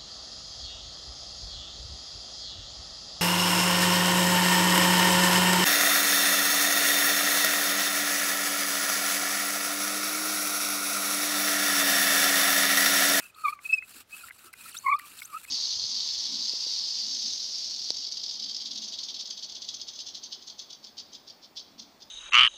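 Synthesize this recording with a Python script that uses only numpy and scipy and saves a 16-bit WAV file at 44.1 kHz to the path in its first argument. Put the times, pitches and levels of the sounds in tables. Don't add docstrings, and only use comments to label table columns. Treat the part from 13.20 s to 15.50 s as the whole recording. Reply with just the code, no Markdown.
import sys
import numpy as np
from scipy import signal
from scipy.fft import rfft, irfft, next_fast_len
from scipy.io import wavfile
from scipy.ndimage import uniform_filter1d, map_coordinates

SR = 44100
rng = np.random.default_rng(int(sys.argv[2]) if len(sys.argv) > 2 else 0)


def wav_out(sig):
    wavfile.write(sys.argv[1], SR, np.round(np.clip(np.atleast_2d(sig).T, -1, 1) * 32767).astype(np.int16))


def to_linear_factor(level_db):
    exponent = np.asarray(level_db, float) / 20
    return 10 ** exponent


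N = 101429
T = np.arange(N) / SR

# frequency in Hz, relative level in dB per Hz.
RASP_COLOUR = [(88, -66.5), (150, -8), (1160, -15.5), (1820, -8), (15800, -7.5)]
# centre in Hz, width in Hz, level in dB against the direct path.
WOOD_RESONANCES = [(268, 154, 7), (1320, 300, 20.5), (2580, 393, 14.5), (4114, 990, 9), (7680, 1160, 10.5),
                   (9200, 710, 10), (11400, 1260, 5.5)]
# start in seconds, end in seconds, level in dB, time constant of gathering speed
# in seconds, time constant of slowing in seconds.
STROKES = [(-.1, 0.125, -49, 0.0099, 0.043), (0.143, 0.369, -50, 0.028, 0.033),
           (0.394, 0.615, -49.5, 0.03, 0.045), (0.601, 0.842, -46.5, 0.083, 0.021),
           (0.866, 1.105, -50.5, 0.026, 0.014), (1.098, 1.324, -54, 0.031, 0.023),
           (1.324, 1.528, -45, 0.064, 0.016), (1.507, 1.776, -52, 0.018, 0.016),
           (1.769, 2.012, -50.5, 0.044, 0.0028), (2.01, 2.243, -51.5, 0.035, 0.014),
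           (2.244, 2.446, -50.5, 0.018, 0.024)]
# centre in Hz, width in Hz, level in dB against the stroke.
SINGING_BAND = (4383, 460, -9)
# frequency in Hz, relative level in dB per Hz.
AIR_COLOUR = [(22, -23), (70, -4), (250, -12.5), (700, -14), (3200, -17.5), (15800, -32)]
# start in seconds, nominal peak in dB, how freely the board rings
KNOCKS = [(.0042, -27, .2), (.3905, -34, .35), (.624, -33, .8), (1.0848, -35, .4), (1.0995, -39, .7),
          (1.1083, -30, .6), (1.3378, -31, .5), (1.7962, -30, .5), (2.0188, -30, .9), (2.2505, -30, .35)]
# frequency in Hz, level in dB, time to fall by 60 dB in seconds.
BOARD_MODES = [(1600, -7, .025), (2000, 0, .03)]
# centre in seconds, level in dB.
BUMPS = [(0.771, -62), (1.267, -61)]
# centre in seconds, half length in seconds, pitch in Hz, level in dB, octave level in dB.
LOW_SQUEAKS = [(0.208, 0.037, 1262, -51.5, -63), (.245, 0.0041, 1258, -29.5, -70),
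               (.257, 0.005, 1201, -22, -31.5), (.272, 0.0099, 1127, -30, -42.5),
               (0.285, 0.0022, 1140, -26.5, -26), (0.295, 0.0086, 1186, -34, -41.5),
               (.331, 0.0041, 1224, -33.5, -44.5), (0.359, 0.04, 1158, -55.5, -65),
               (1.042, 0.0044, 1371, -43, -58.5), (1.289, 0.011, 1315, -54.5, -72),
               (1.46, 0.0058, 1309, -47.5, -70), (1.653, 0.0067, 1115, -37, -53),
               (1.668, 0.0042, 1070, -22, -27), (1.68, 0.0033, 1131, -27, -31),
               (1.687, 0.0038, 1027, -22, -41), (1.699, 0.0049, 1133, -21.5, -30),
               (1.72, 0.0055, 1195, -22.5, -28), (1.73, 0.0038, 1098, -23.5, -29.5),
               (1.737, 0.0037, 1158, -24.5, -32.5), (1.749, 0.0051, 1164, -21.5, -54),
               (1.763, 0.0068, 1245, -41.5, -52), (1.785, 0.0018, 1176, -42.5, -56),
               (1.822, 0.032, 1150, -52.5, -61.5), (2.111, 0.017, 1282, -53, -83),
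               (2.138, 0.0063, 1147, -41.5, -57), (2.151, 0.0049, 1260, -33, -54.5),
               (2.169, 0.0047, 1307, -33.5, -48.5)]
# centre in seconds, half length in seconds, pitch in Hz, level in dB.
HIGH_SQUEAKS = [(.035, 0.027, 2560, -53.5), (.06, 0.0022, 2640, -48), (.104, 0.0034, 2520, -53.5),
                (.46, 0.0057, 2540, -31), (.499, 0.0052, 2590, -31.5), (.508, 0.0065, 2634, -31.5),
                (.535, 0.005, 2570, -16.5), (.544, 0.0049, 2631, -23.5), (.57, 0.018, 2560, -42.5),
                (.586, 0.0049, 2494, -30), (.61, 0.0052, 2590, -47), (.632, 0.0094, 2575, -45),
                (.934, 0.0067, 2520, -41.5), (.946, 0.0043, 2580, -43), (1.008, 0.013, 2544, -51),
                (1.41, 0.036, 2477, -57), (2.29, 0.0047, 2550, -49)]
# centre in seconds, half length in seconds, level in dB.
FLARES = [(.256, 0.006, -55), (.284, .004, -53), (.541, .006, -42.5), (.586, 0.0024, -48),
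          (1.741, 0.0087, -55)]
# time in seconds, slips per second, level in dB.
SLIP_GLIDES = [
    [(.144, 3000, -68), (.15, 4100, -50), (.153, 4500, -60)],
    [(1.509, 6000, -57), (1.522, 4200, -51), (1.527, 3100, -58), (1.539, 2500, -54)],
    [(1.553, 1800, -60), (1.558, 3400, -56), (1.565, 3450, -45), (1.574, 4150, -40), (1.576, 5500, -49),
     (1.583, 6050, -45), (1.59, 6900, -43)],
    [(1.763, 5400, -57), (1.776, 4000, -59)],
    [(1.976, 7700, -55), (1.983, 5300, -59), (1.988, 4400, -47), (2.002, 1700, -56)],
    [(2.022, 2100, -53), (2.037, 4800, -53), (2.044, 6000, -58), (2.053, 6350, -41), (2.059, 8500, -43),
     (2.064, 8700, -58)],
]
# start in seconds, length in seconds, mean slips per second, median slip level in dB.
CREAKS = [(1.084, .01, 1500, -52), (1.329, .01, 2350, -49), (1.543, .013, 1400, -43),
          (1.789, .008, 2000, -45), (1.999, .007, 2300, -46), (2.014, .022, 2300, -50),
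          (2.231, .02, 1700, -48)]

DULL_HZ, BODY_GROWS, HISS_GROWS = 3300, 1.75, 2.02
GRIT_PER_S, GRIT_SPREAD_DB, GRIT_SHARE = 4500, 2.3, .4
PATCHY_DB, FLUTTER_DB = 2.8, 1.8
SING_DB = -31
AIR_DB = -66.5
BUMP_HZ, BUMP_S = 304, 0.023
THIRD_DB = -3.5
SQUEAK_WAVER = .009
WEAK, WEAK_ROUGH_DB = .005, 4
UPPER_ROUGH_DB = 2.4
SLIP_FALL_DB = -16
SLIP_ROUGH_DB, SLIP_WAVER = 4, .025
CREAK_JITTER, SLIP_S = .15, 0.0012


def unit(x):
    return x / np.sqrt(np.mean(x ** 2) + 1e-20)


def along(points, hz):
    f, v = np.transpose(points)
    return np.interp(np.log(hz + 1), np.log(f + 1), v, right=-120)


def wobble(per_s):
    return map_coordinates(rng.standard_normal(N), [T * per_s])


def filtered(x, response):
    m = next_fast_len(N + 8192)
    return irfft(rfft(x, m) * response(np.fft.rfftfreq(m, 1 / SR)), m)[:N]


def resonance(f, centre, width):
    return 1j * f * width / (centre * centre - f * f + 1j * f * width)


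def wood(f):
    return 1 + sum(to_linear_factor(db) * resonance(f, centre, width) for centre, width, db in WOOD_RESONANCES)


def tone(hz, sizes, waver, rough_db):
    hz = hz * (1 + waver * wobble(250))
    phase = 2 * np.pi * np.cumsum(hz) / SR
    out = 0
    for k, size in enumerate(sizes):
        flutter = to_linear_factor((rough_db + UPPER_ROUGH_DB * min(k, 2)) * wobble(300 + 150 * k))
        audible = (k + 1) * hz < 16500
        out = out + size * flutter * np.sin((k + 1) * phase - k) * audible
    return np.sqrt(2) * out


def fibres():
    struck = rng.random(N) < GRIT_PER_S / SR
    grit = struck * to_linear_factor(GRIT_SPREAD_DB * rng.exponential(size=N)) * rng.choice([-1, 1], N)
    hiss = rng.standard_normal(N)
    mix = np.sqrt(GRIT_SHARE) * unit(grit) + np.sqrt(1 - GRIT_SHARE) * hiss
    z = signal.stft(mix, nperseg=256)[2]
    patches = uniform_filter1d(rng.standard_normal(z.shape), size=3, axis=0)
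    patches = uniform_filter1d(patches, size=6, axis=1)
    x = signal.istft(z * to_linear_factor(PATCHY_DB * unit(patches)), nperseg=256)[1][:N]
    return unit(filtered(x, lambda f: to_linear_factor(along(RASP_COLOUR, f)) * wood(f)))


def rasp():
    x = fibres()
    body = filtered(x, lambda f: 1 / (1 + (f / DULL_HZ) ** 2))
    treble = x - body
    centre, width, band_db = SINGING_BAND
    band = to_linear_factor(band_db) * unit(filtered(x, lambda f: resonance(f, centre, width) ** 2))
    out = 0
    for start, end, db, gather, slow in STROKES:
        sings = any(start < row[0] < end and row[3] > SING_DB for row in LOW_SQUEAKS)
        rise = 1 - np.exp(-np.maximum(T - start, 0) / gather)
        fall = 1 - np.exp(-np.maximum(end - T, 0) / slow)
        speed = rise * fall
        out = out + to_linear_factor(db) * ((body + sings * band) * speed ** BODY_GROWS + treble * speed ** HISS_GROWS)
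    return out * to_linear_factor(FLUTTER_DB * (wobble(40.2) + wobble(180)))


def air():
    return to_linear_factor(AIR_DB) * unit(filtered(rng.standard_normal(N), lambda f: to_linear_factor(along(AIR_COLOUR, f))))


def knocks():
    out = np.zeros(N)
    for start, db, free in KNOCKS:
        t = np.maximum(T - start, 0)
        ring = 0
        for hz, mode_db, t60 in BOARD_MODES:
            decay = to_linear_factor(mode_db + 2 * rng.standard_normal() - 60 * t / (free * t60))
            ring = ring + decay * np.sin(2 * np.pi * hz * rng.normal(1, 0.076) * t)
        out += to_linear_factor(db) * (1 - np.exp(-t / 0.00042)) * ring
    thud = unit(filtered(rng.standard_normal(N), lambda f: np.exp(-np.log((f + 1) / BUMP_HZ) ** 2 * 10)))
    return out + thud * sum(to_linear_factor(db) * np.exp(-((T - s) / BUMP_S) ** 2) for s, db in BUMPS)


def bursts(rows):
    s, half, hz, *levels = np.transpose(rows)
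    bell = np.exp(-.5 * ((T[:, None] - s) / half) ** 2)
    sizes = [bell @ to_linear_factor(db) for db in levels]
    weak = 1 / (1 + (sizes[0] / WEAK) ** 2)
    return np.interp(T, s, hz), sizes, SQUEAK_WAVER * (1 + 2 * weak), 0.17 + WEAK_ROUGH_DB * weak


def squeaks():
    low_hz, (low, octave), low_waver, low_rough_db = bursts(LOW_SQUEAKS)
    high_hz, (high,), high_waver, high_rough_db = bursts(HIGH_SQUEAKS)
    flare = sum(to_linear_factor(db - 3.4 * ((T - s) / half) ** 2) for s, half, db in FLARES)
    low_flare, high_flare = flare * (low > high), flare * (high > low)
    low_tone = tone(low_hz, [low, octave, low_flare], low_waver, low_rough_db)
    high_sizes = [high, high_flare, high_flare * to_linear_factor(THIRD_DB)]
    return low_tone + tone(high_hz, high_sizes, high_waver / 2, high_rough_db)


def gate(start, length):
    return np.clip(np.minimum(T - start, start + length - T) * 1000, 0, 1)


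def slips():
    out = 0
    for s, per_s, db in map(np.transpose, SLIP_GLIDES):
        hz = np.interp(T, s, per_s)
        size = gate(s[0], s[-1] - s[0]) * to_linear_factor(np.interp(T, s, db))
        overtones = [size * to_linear_factor(SLIP_FALL_DB * k) * np.abs(wood((k + 1) * hz)) for k in range(1, 5)]
        out = out + tone(hz, [size] + overtones, SLIP_WAVER, SLIP_ROUGH_DB)
    return out


def creaks():
    pulses, t = np.zeros(N), np.arange(128) / SR
    for start, length, per_s, db in CREAKS:
        draw, run = rng.standard_normal((80, 2)), np.zeros(N)
        when = (np.arange(len(draw)) + CREAK_JITTER * draw[:, 0]) / per_s
        on = (when > 0) & (when < length)
        np.add.at(run, ((start + when[on]) * SR).astype(int), to_linear_factor(db + 2 * draw[on, 1]))
        scratch = rng.standard_normal(len(t)) * np.exp(-t / SLIP_S)
        pulses += signal.fftconvolve(run, scratch / np.linalg.norm(scratch))[:N]
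    return filtered(pulses, lambda f: wood(f) * (1j * f / (1200 + 1j * f)) ** 2 * 2)


def scene():
    return (rasp() + air() + knocks() + squeaks() + slips() + creaks())[None]


def low_pass(x):
    return signal.sosfilt(signal.butter(12, 16950, fs=SR, output="sos"), x)


def record(dry):
    return low_pass(dry)


dry = scene()
out = record(dry)
wav_out(out)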